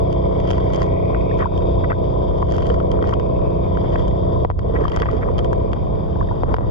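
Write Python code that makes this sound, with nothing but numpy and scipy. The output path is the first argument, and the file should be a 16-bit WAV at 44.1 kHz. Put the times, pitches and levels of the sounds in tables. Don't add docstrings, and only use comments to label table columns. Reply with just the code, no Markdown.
import sys
import numpy as np
from scipy import signal
from scipy.fft import rfft, irfft, next_fast_len
from scipy.io import wavfile
from scipy.ndimage import uniform_filter1d, minimum_filter1d, map_coordinates

SR = 44100
rng = np.random.default_rng(int(sys.argv[2]) if len(sys.argv) > 2 else 0)


def output_pcm(signal):
    pcm = np.clip(np.atleast_2d(signal).T, -1, 1) * 32767
    wavfile.write(sys.argv[1], SR, np.round(pcm).astype(np.int16))


N = 295646

# time in seconds, firing rate in Hz.
FIRING_HZ = [(0, 31.3), (.25, 31.28), (.7, 30.73), (.98, 30.92), (1.32, 30.88), (1.58, 31.2), (1.85, 31.03),
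             (2.25, 31.2), (2.56, 30.73), (2.92, 31.07), (3.2, 30.66), (3.6, 31.05), (3.95, 30.95),
             (4.55, 31.18), (5.45, 31.12), (5.85, 31.33), (6.7, 30.95)]
# time in seconds, gain in dB.
DRONE_DB = [(0, -14.5), (4.4, -15.5), (4.8, -19), (5.66, -18.5), (5.72, -20.5), (6.7, -20)]
# multiple of the firing rate, left and right gain in dB.
ORDERS = [(2.003, -15, -14.5), (2.964, -16, -13.5), (4.023, -18.5, -17), (4.996, -17.5, -20),
          (5.972, -16, -16.5), (6.975, -28.5, -30), (9.004, -25.5, -19.5), (10.95, -26.5, -15),
          (11.934, -34, -17), (13.09, -25, -18), (14.03, -17, -15), (15.11, -27.5, -19),
          (16.09, -19, -14.5), (16.87, -19.5, -19), (17.92, -17, -15), (18.46, -17.5, -21),
          (19.92, -14, -19), (21.24, -13, -19.5), (21.99, -21, -23), (32.4, -26, -30)]
# frequency in Hz, lag in radians.
RIGHT_LAG_RAD = [(340, 0.01), (400, 1.74), (690, 3.5)]
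# centre and half length in seconds, extra load in dB.
CHOKE = [(5.52, 0.11, -3)]

# centre in seconds, half length in seconds, level in dB.
GULPS = [(.54, 0.091, -39), (.79, 0.068, -36), (1.39, 0.04, -42.5), (2.59, 0.15, -38), (3.08, 0.031, -38),
         (3.95, 0.064, -42.5), (4.94, .2, -43.5)]
CLACKS = [(3.07, 0.078, -41.5), (3.92, 0.18, -42.5), (4.97, 0.23, -39)]
TUMBLES = [(3.05, 0.12, -29.5), (4.8, .045, -20), (5.25, .17, -26.5), (6.6, 0.18, -26)]
# time in seconds, level in dB, treble tilt in dB per octave.
PEBBLES = [(0.1275, -31.5, 6.5), (.401, -32.5, 4), (.5049, -23, 1.5), (0.5121, -24, 5), (.581, -32, 0.5),
           (.735, -27.5, 5.5), (0.7466, -31, 6), (0.76, -29, 14), (0.8188, -21.5, 3.5), (0.829, -30, 6.5),
           (1.5771, -35, 6.5), (2.5032, -35, 10.5), (2.522, -27, 8), (2.5656, -32, 8.5),
           (2.5826, -26, -0.5), (2.6676, -31.5, 7.5), (2.701, -26, -4), (2.7429, -32, -0.5),
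           (2.802, -27.5, -9.5), (2.916, -28, 5.5), (2.9905, -30.5, -14), (3.025, -25.5, -5),
           (3.0409, -27, -9), (3.0925, -27.5, 1.5), (3.1374, -26.5, 1.5), (3.1978, -32, -1),
           (3.7722, -27.5, -4.5), (4.08, -34.5, 8), (4.592, -21.5, 1), (4.8814, -23.5, -1),
           (4.9183, -25.5, 1), (4.9417, -36.5, 4), (4.9624, -21.5, 5.5), (4.972, -24, -5.5),
           (5, -25.5, 2.5), (5.02, -21, -2), (5.1135, -32, 1.5), (5.382, -28, 3.5), (5.39, -27.5, 2.5),
           (5.446, -30.5, 4.5), (5.5304, -23.5, -1), (5.732, -26, 0.5), (6.541, -26.5, -2),
           (6.566, -21.5, -1)]
# start in seconds, centre in Hz, peak in dB, length in seconds.
GRINDS = [(1.143, 1830, -15, 0.0079), (1.391, 1660, -15, 0.025), (1.412, 1320, -11, 0.027),
          (1.836, 1400, -14, 0.017), (1.897, 1580, -17.5, 0.018), (1.916, 1300, -8.5, 0.0053),
          (2.424, 1090, -7, 0.0055), (3.123, 1200, -11.5, 0.019), (3.955, 1560, -13.5, 0.0044),
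          (4.748, 1710, -18, 0.03), (4.791, 1200, -24, 0.041), (5.023, 1390, -12.5, 0.018),
          (5.053, 1550, -19, 0.019), (5.083, 1150, -11.5, 0.012), (5.213, 1690, -18, 0.03),
          (5.284, 1100, -15.5, 0.0076)]
# time in seconds, peak in dB, low-pass corner in Hz.
KNOCKS = [(4.4484, 3, 705), (4.5008, 3.5, 990), (4.512, -4, 1370), (5.057, -11, 1000), (6.434, -4, 810),
          (6.492, -13.5, 1010), (6.542, -2.5, 1380), (6.584, -2.5, 770), (6.608, -10.5, 840)]
# start in seconds, pitch in Hz, peak in dB.
THUMPS = [(2.703, 460, -10.5), (3.022, 394, -11.5), (4.645, 446, -15), (4.672, 390, -15.5),
          (4.695, 505, -11.5), (4.745, 346, -13), (4.788, 390, -13.5), (4.81, 382, -9.5), (5.008, 460, -15),
          (5.13, 423, -12.5), (5.3, 488, -15), (5.456, 477, -20), (5.643, 440, -15)]
BUBBLES = [(1.311, 1720, -26.5), (1.456, 944, -4), (1.927, 1450, -15.5), (4.852, 1126, -9.5),
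           (6.2111, 1020, -13), (6.162, 840, -17.5), (6.286, 1720, -31), (6.311, 887, -12.5)]
# time in seconds, lower pitch in Hz, lower and upper level in dB.
INTAKE = [(0, 2250, -56, -56.5), (.65, 2150, -51, -53.5), (1, 2250, -48, -61), (1.35, 2352, -47.5, -55.5),
          (1.55, 2420, -55.5, -53), (2.3, 2250, -61, -55.5), (2.6, 2150, -59.5, -63.5),
          (3.5, 2450, -55, -65), (3.8, 2150, -55, -51.5), (4.4, 2350, -67, -57.5), (4.7, 2250, -63.5, -65),
          (5.7, 2250, -55.5, -63), (6.3, 2400, -66.5, -60.5)]

# frequency in Hz, gain in dB.
ENGINE_COLOUR = [(200, -18.5), (330, -11.5), (450, -7), (700, 6), (830, -9), (1020, 2.5), (1250, -12),
                 (4000, -100)]
PEBBLE_COLOUR = [(150, -18), (600, -2), (1000, 1), (1500, 5), (2600, -8.5), (3200, -5.5), (3700, -19.5),
                 (4200, -27), (6000, -35), (9000, -46), (13000, -63)]
CLACK_COLOUR = [(500, -8), (1300, -5), (2000, 1.5), (3200, -20.5), (6000, -65)]
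TUMBLE_COLOUR = [(130, -7.5), (230, 3.5), (340, -2.5), (460, 3), (700, -8.5), (1100, -9.5), (2000, -20.5),
                 (4000, -63.5)]
HISS_COLOUR = [(150, -1.5), (1000, 4.5), (1450, -15), (2750, -17), (3700, -8.5), (4100, -39), (4800, -29),
               (6000, -38.5), (10000, -66)]
RUMBLE_COLOUR = [(12, -29), (25, -3.5), (48, 9), (80, 5.5), (120, 3.5), (170, -4), (250, -9), (400, -45.5),
                 (900, -102.5)]
WASH_COLOUR = [(120, -30.5), (300, 3.5), (850, -5), (1100, -9), (1300, -22), (1800, -30), (4000, -49),
               (8000, -67)]
# centre and width in Hz, left and right gain in dB, right lag in radians.
HOUSING_MODES = [(345.5, 102, -13, 3.5, 0.5), (435, 69.6, 0, 8, 2), (697, 210, 1.5, -6.5, -3.5),
                 (978, 63.5, -4, 2.5, 3.5), (1013, 235, 2.5, -3.5, 3), (1530, 550, -9.5, -7, -3),
                 (1938, 180, -6.5, -3, -2), (2195, 220, -18.5, -12.5, 1.5), (3115, 840, -1.5, -4.5, 0.04),
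                 (3100, 317, -2, 3.5, 0.37), (4724, 438, 10, 1.5, 0.78), (6580, 1280, 5.5, 1, 1.6),
                 (9150, 980, 1, -8, -1.6)]


def engine(flutter_db=1, waver_db=1, churn_db=-17, top_exhaust_order=10):
    jitter_cycles, drift_cycles, dispersion_cycles = .0012, .002, 1 / 13
    firing_hz, = curves(FIRING_HZ)
    level_db, = curves(DRONE_DB)
    cycle = np.cumsum(firing_hz) / SR + jitter_cycles * wobble(35)
    load = 1 + swells(CHOKE)
    pulsing = 1 + 0.41 * np.sin(4 * np.pi * cycle) + .4 * np.sin(2 * np.pi * cycle)
    drone = amp(churn_db) * load * housed(rng.standard_normal(N) * pulsing, ENGINE_COLOUR)
    for order, left_db, right_db in ORDERS:
        gain = 1 if order <= top_exhaust_order else load * amp(waver_db * wobble(7))
        drift = drift_cycles * order * wobble(10)
        phase = 2 * np.pi * (order * cycle - dispersion_cycles * order ** 2 + drift)
        lag_rad = np.interp(order * firing_hz.mean(), *np.transpose(RIGHT_LAG_RAD))
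        drone += np.sqrt(2) * gain * amp([[left_db], [right_db]]) * np.sin([phase, phase - lag_rad])
    return amp(level_db + flutter_db * wobble(40)) * drone


def gravel(lurch_db=7.5, grit_db=-9.5, trickle_db=-52, rolling_db=-35.5):
    sand = housed(skids(rate_hz=230, spread_db=2.8, life_s=.0013), PEBBLE_COLOUR)
    grit = housed(np.gradient(skids(rate_hz=120, spread_db=3.5, life_s=.0009)), PEBBLE_COLOUR)
    lurching = grains(rate_hz=900, spread_db=2.5) * amp(lurch_db * np.tanh(wobble(25)))
    tumble = housed(lurching, TUMBLE_COLOUR)
    clack = housed(grains(rate_hz=140, spread_db=3), CLACK_COLOUR)
    sand_flow = swells(GULPS) + amp(trickle_db)
    stone_flow = swells(TUMBLES) + amp(rolling_db)
    return sand_flow * (sand + amp(grit_db) * grit) + swells(CLACKS) * clack + stone_flow * tumble


def skids(rate_hz, spread_db, life_s):
    fade = np.exp(-1 / (life_s * SR))
    envelope = signal.lfilter([1], [1, -fade], np.abs(grains(rate_hz, spread_db)))
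    return envelope * rng.standard_normal(N)


def grains(rate_hz, spread_db):
    strength = amp(spread_db * np.minimum(rng.exponential(size=N), 3))
    return strength * rng.choice([-1, 1], N) * (rng.random(N) < rate_hz / SR)


def pebbles(gain_db=-2, vary_db=1, scrape=0.12, t60_s=0.017, size=2048):
    track, t = np.zeros((2, N)), np.arange(size) / SR
    for s, db, tilt_db in PEBBLES:
        contact = scrape * rng.standard_normal(size) * amp(-60 * t / t60_s)
        contact[0] = 1
        contact = np.roll(contact, SR // 1000)
        tilt = lambda hz: amp(tilt_db * np.log2(np.clip(hz, 1500, 7000) / 3200))
        tick = filtered(contact, lambda hz: colour(PEBBLE_COLOUR, hz) * tilt(hz) * housing(hz, vary_db))
        steepest = np.abs(np.diff(tick)).max()
        add(track, s - .001, amp(db + gain_db) * tick / steepest)
    return track


def grinds(q=1.16, top_hz=2500, size=6144):
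    track, t = np.zeros((2, N)), np.arange(size) / SR
    for s, centre_hz, db, length_s in GRINDS:
        slips = rng.standard_normal(size) * np.sin(np.pi * np.minimum(t / length_s, 1))
        band = lambda hz: 1j * hz * centre_hz / (q * (centre_hz ** 2 - hz ** 2) + 1j * hz * centre_hz)
        grind = filtered(slips, lambda hz: band(hz) ** 2 * housing(hz) / (1 + (hz / top_hz) ** 8))
        add(track, s, at_peak(grind, db))
    return track


def knocks(low_cut_hz=500, size=2048):
    track, impulse = np.zeros((2, N)), signal.unit_impulse(size, "mid")
    low_cut = lambda hz: 1j * hz / (low_cut_hz + 1j * hz)
    for s, db, corner_hz in KNOCKS:
        push = lambda hz: 1 / (1 + 1.2j * hz / corner_hz - (hz / corner_hz) ** 2)
        knock = filtered(impulse, lambda hz: push(hz) * low_cut(hz) * muffled(hz) * housing(hz))
        add(track, s - size / 2 / SR, at_peak(knock, db))
    return track


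def thumps(swell_s=0.0018, t60_s=0.023, size=4096):
    track, t = np.zeros((2, N)), np.arange(size) / SR
    envelope = (1 - np.exp(-t / swell_s)) * amp(-60 * t / t60_s)
    for s, pitch_hz, db in THUMPS:
        ring = np.sin(2 * np.pi * pitch_hz * t) * envelope
        thump = filtered(ring, lambda hz: housing(hz) * muffled(hz))
        add(track, s, at_peak(thump, db))
    return track


def bubbles(ragged=0.16, chirp_per_s=6, swell_s=0.012, t60_s=0.011, size=2048):
    shed_count, scatter_s, shed_ratio, shed_db = 3, 0.016, 1.35, -17
    track, t = np.zeros((2, N)), np.arange(size) / SR
    envelope = (1 - np.exp(-t / swell_s)) * amp(-60 * t / t60_s)
    shed = [(s + scatter_s * offset, pitch_hz * shed_ratio ** (1 + detune), db + shed_db)
            for s, pitch_hz, db in BUBBLES
            for offset, detune in rng.uniform(-1, 1, (shed_count, 2))]
    for s, pitch_hz, db in list(BUBBLES) + shed:
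        ring = np.sin(2 * np.pi * pitch_hz * t * (1 + chirp_per_s * t)) * envelope
        ring *= 1 + ragged * rng.standard_normal(size)
        plip = filtered(ring, lambda hz: housing(hz) * muffled(hz))
        add(track, s, at_peak(plip, db))
    return track


def intake(upper_ratio=1.5, hiss_db=-39.5, follow=0.44, flicker_db=1.5):
    pitch_hz, lower_db, upper_db = curves(INTAKE)
    hiss_gain = amp(hiss_db + follow * (upper_db - upper_db.mean()))
    hiss = hiss_gain * housed(rng.standard_normal(N), HISS_COLOUR)
    lower = amp(lower_db) * resonance(pitch_hz)
    upper = amp(upper_db) * resonance(upper_ratio * pitch_hz)
    return amp(flicker_db * wobble(70)) * (hiss + lower + upper)


def resonance(centre_hz, half_width_hz=260):
    band = filtered(rng.standard_normal(N), lambda hz: 1 / (1 + (hz / half_width_hz) ** 4))
    return housed(band * np.cos(2 * np.pi * np.cumsum(centre_hz) / SR), HISS_COLOUR)


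def stream(rumble_db=-23, growth_db_per_s=.5, wash_db=-34.5):
    noise = lambda points: unit(filtered(rng.standard_normal((2, N)), lambda hz: colour(points, hz)))
    rumble = amp(rumble_db + growth_db_per_s * np.arange(N) / SR) * noise(RUMBLE_COLOUR)
    return rumble + amp(wash_db) * noise(WASH_COLOUR)


def housing(hz, vary_db=0):
    response = np.zeros((2, len(hz)), complex)
    for k, (centre_hz, width_hz, left_db, right_db, lag_rad) in enumerate(HOUSING_MODES):
        mode = (-1) ** k * 1j * hz * width_hz / (centre_hz ** 2 - hz ** 2 + 1j * hz * width_hz)
        pickup = [amp(left_db), amp(right_db) * np.exp(-1j * lag_rad)]
        response += np.outer(pickup, mode * amp(vary_db * rng.normal()))
    return response


def housed(pressure, points):
    return unit(filtered(pressure, lambda hz: colour(points, hz) * housing(hz)))


def muffled(hz, corner_hz=2330):
    return signal.freqs(*signal.butter(4, 1, analog=True), hz / corner_hz)[1]


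def amp(db):
    return 10 ** (np.asarray(db) / 20)


def unit(x):
    return x / np.sqrt(np.mean(x ** 2) + 1e-20)


def at_peak(x, db):
    return amp(db) * x / np.abs(x).max()


def colour(points, hz):
    points_hz, db = np.transpose(points)
    return amp(np.interp(np.log(hz + 1), np.log(points_hz + 1), db))


def curves(rows):
    s, *columns = np.transpose(rows)
    return [np.interp(np.arange(N) / SR, s, column) for column in columns]


def swells(rows):
    t = np.arange(N) / SR
    return sum(amp(db) * np.exp(-((t - s) / half_s) ** 2) for s, half_s, db in rows)


def wobble(rate_hz):
    knots = rng.standard_normal(int(N * rate_hz / SR) + 4)
    return map_coordinates(knots, [np.arange(N) * rate_hz / SR])


def filtered(x, response):
    n = x.shape[-1]
    padded = next_fast_len(n + 4096)
    return irfft(rfft(x, padded) * response(np.fft.rfftfreq(padded, 1 / SR)), padded)[..., :n]


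def add(track, start_s, sound):
    start = round(start_s * SR)
    track[:, start:start + sound.shape[1]] += sound[:, :N - start]


def scene():
    return engine() + gravel() + pebbles() + grinds() + knocks() + thumps() + bubbles() + intake() + stream()


def record(dry, ceiling_db=-3.5, threshold_db=-15.5, attack_s=0.01, release_db_per_s=85):
    bass_hz, sense_hz, top_hz = 150, 863, 13600
    depth, bass_share, window = 1.33, 0.056, 24
    over_db = lambda x, db: np.maximum(20 * np.log10(np.abs(x).max(axis=0) + 1e-9) - db, 0)
    bass = filtered(dry, lambda hz: 1 / (1 + (hz / bass_hz) ** 4))
    upper = dry - bass
    peak_db = -minimum_filter1d(-over_db(upper, ceiling_db), 2 * window)
    fast_db = uniform_filter1d(uniform_filter1d(peak_db, window), window)
    bright = filtered(dry, lambda hz: 1 - 1 / (1 + (hz / sense_hz) ** 6))
    recovery_db = release_db_per_s * np.arange(N) / SR
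    held_db = np.maximum.accumulate(over_db(bright, threshold_db) + recovery_db) - recovery_db
    step = 1 / (attack_s * SR)
    slow_db = depth * signal.lfilter([step], [1, step - 1], held_db)
    duck_db = np.maximum(fast_db, slow_db)
    ducked = upper * amp(-duck_db) + bass * amp(-bass_share * duck_db)
    return filtered(ducked, lambda hz: hz < top_hz)


dry = scene()
out = record(dry)
output_pcm(out)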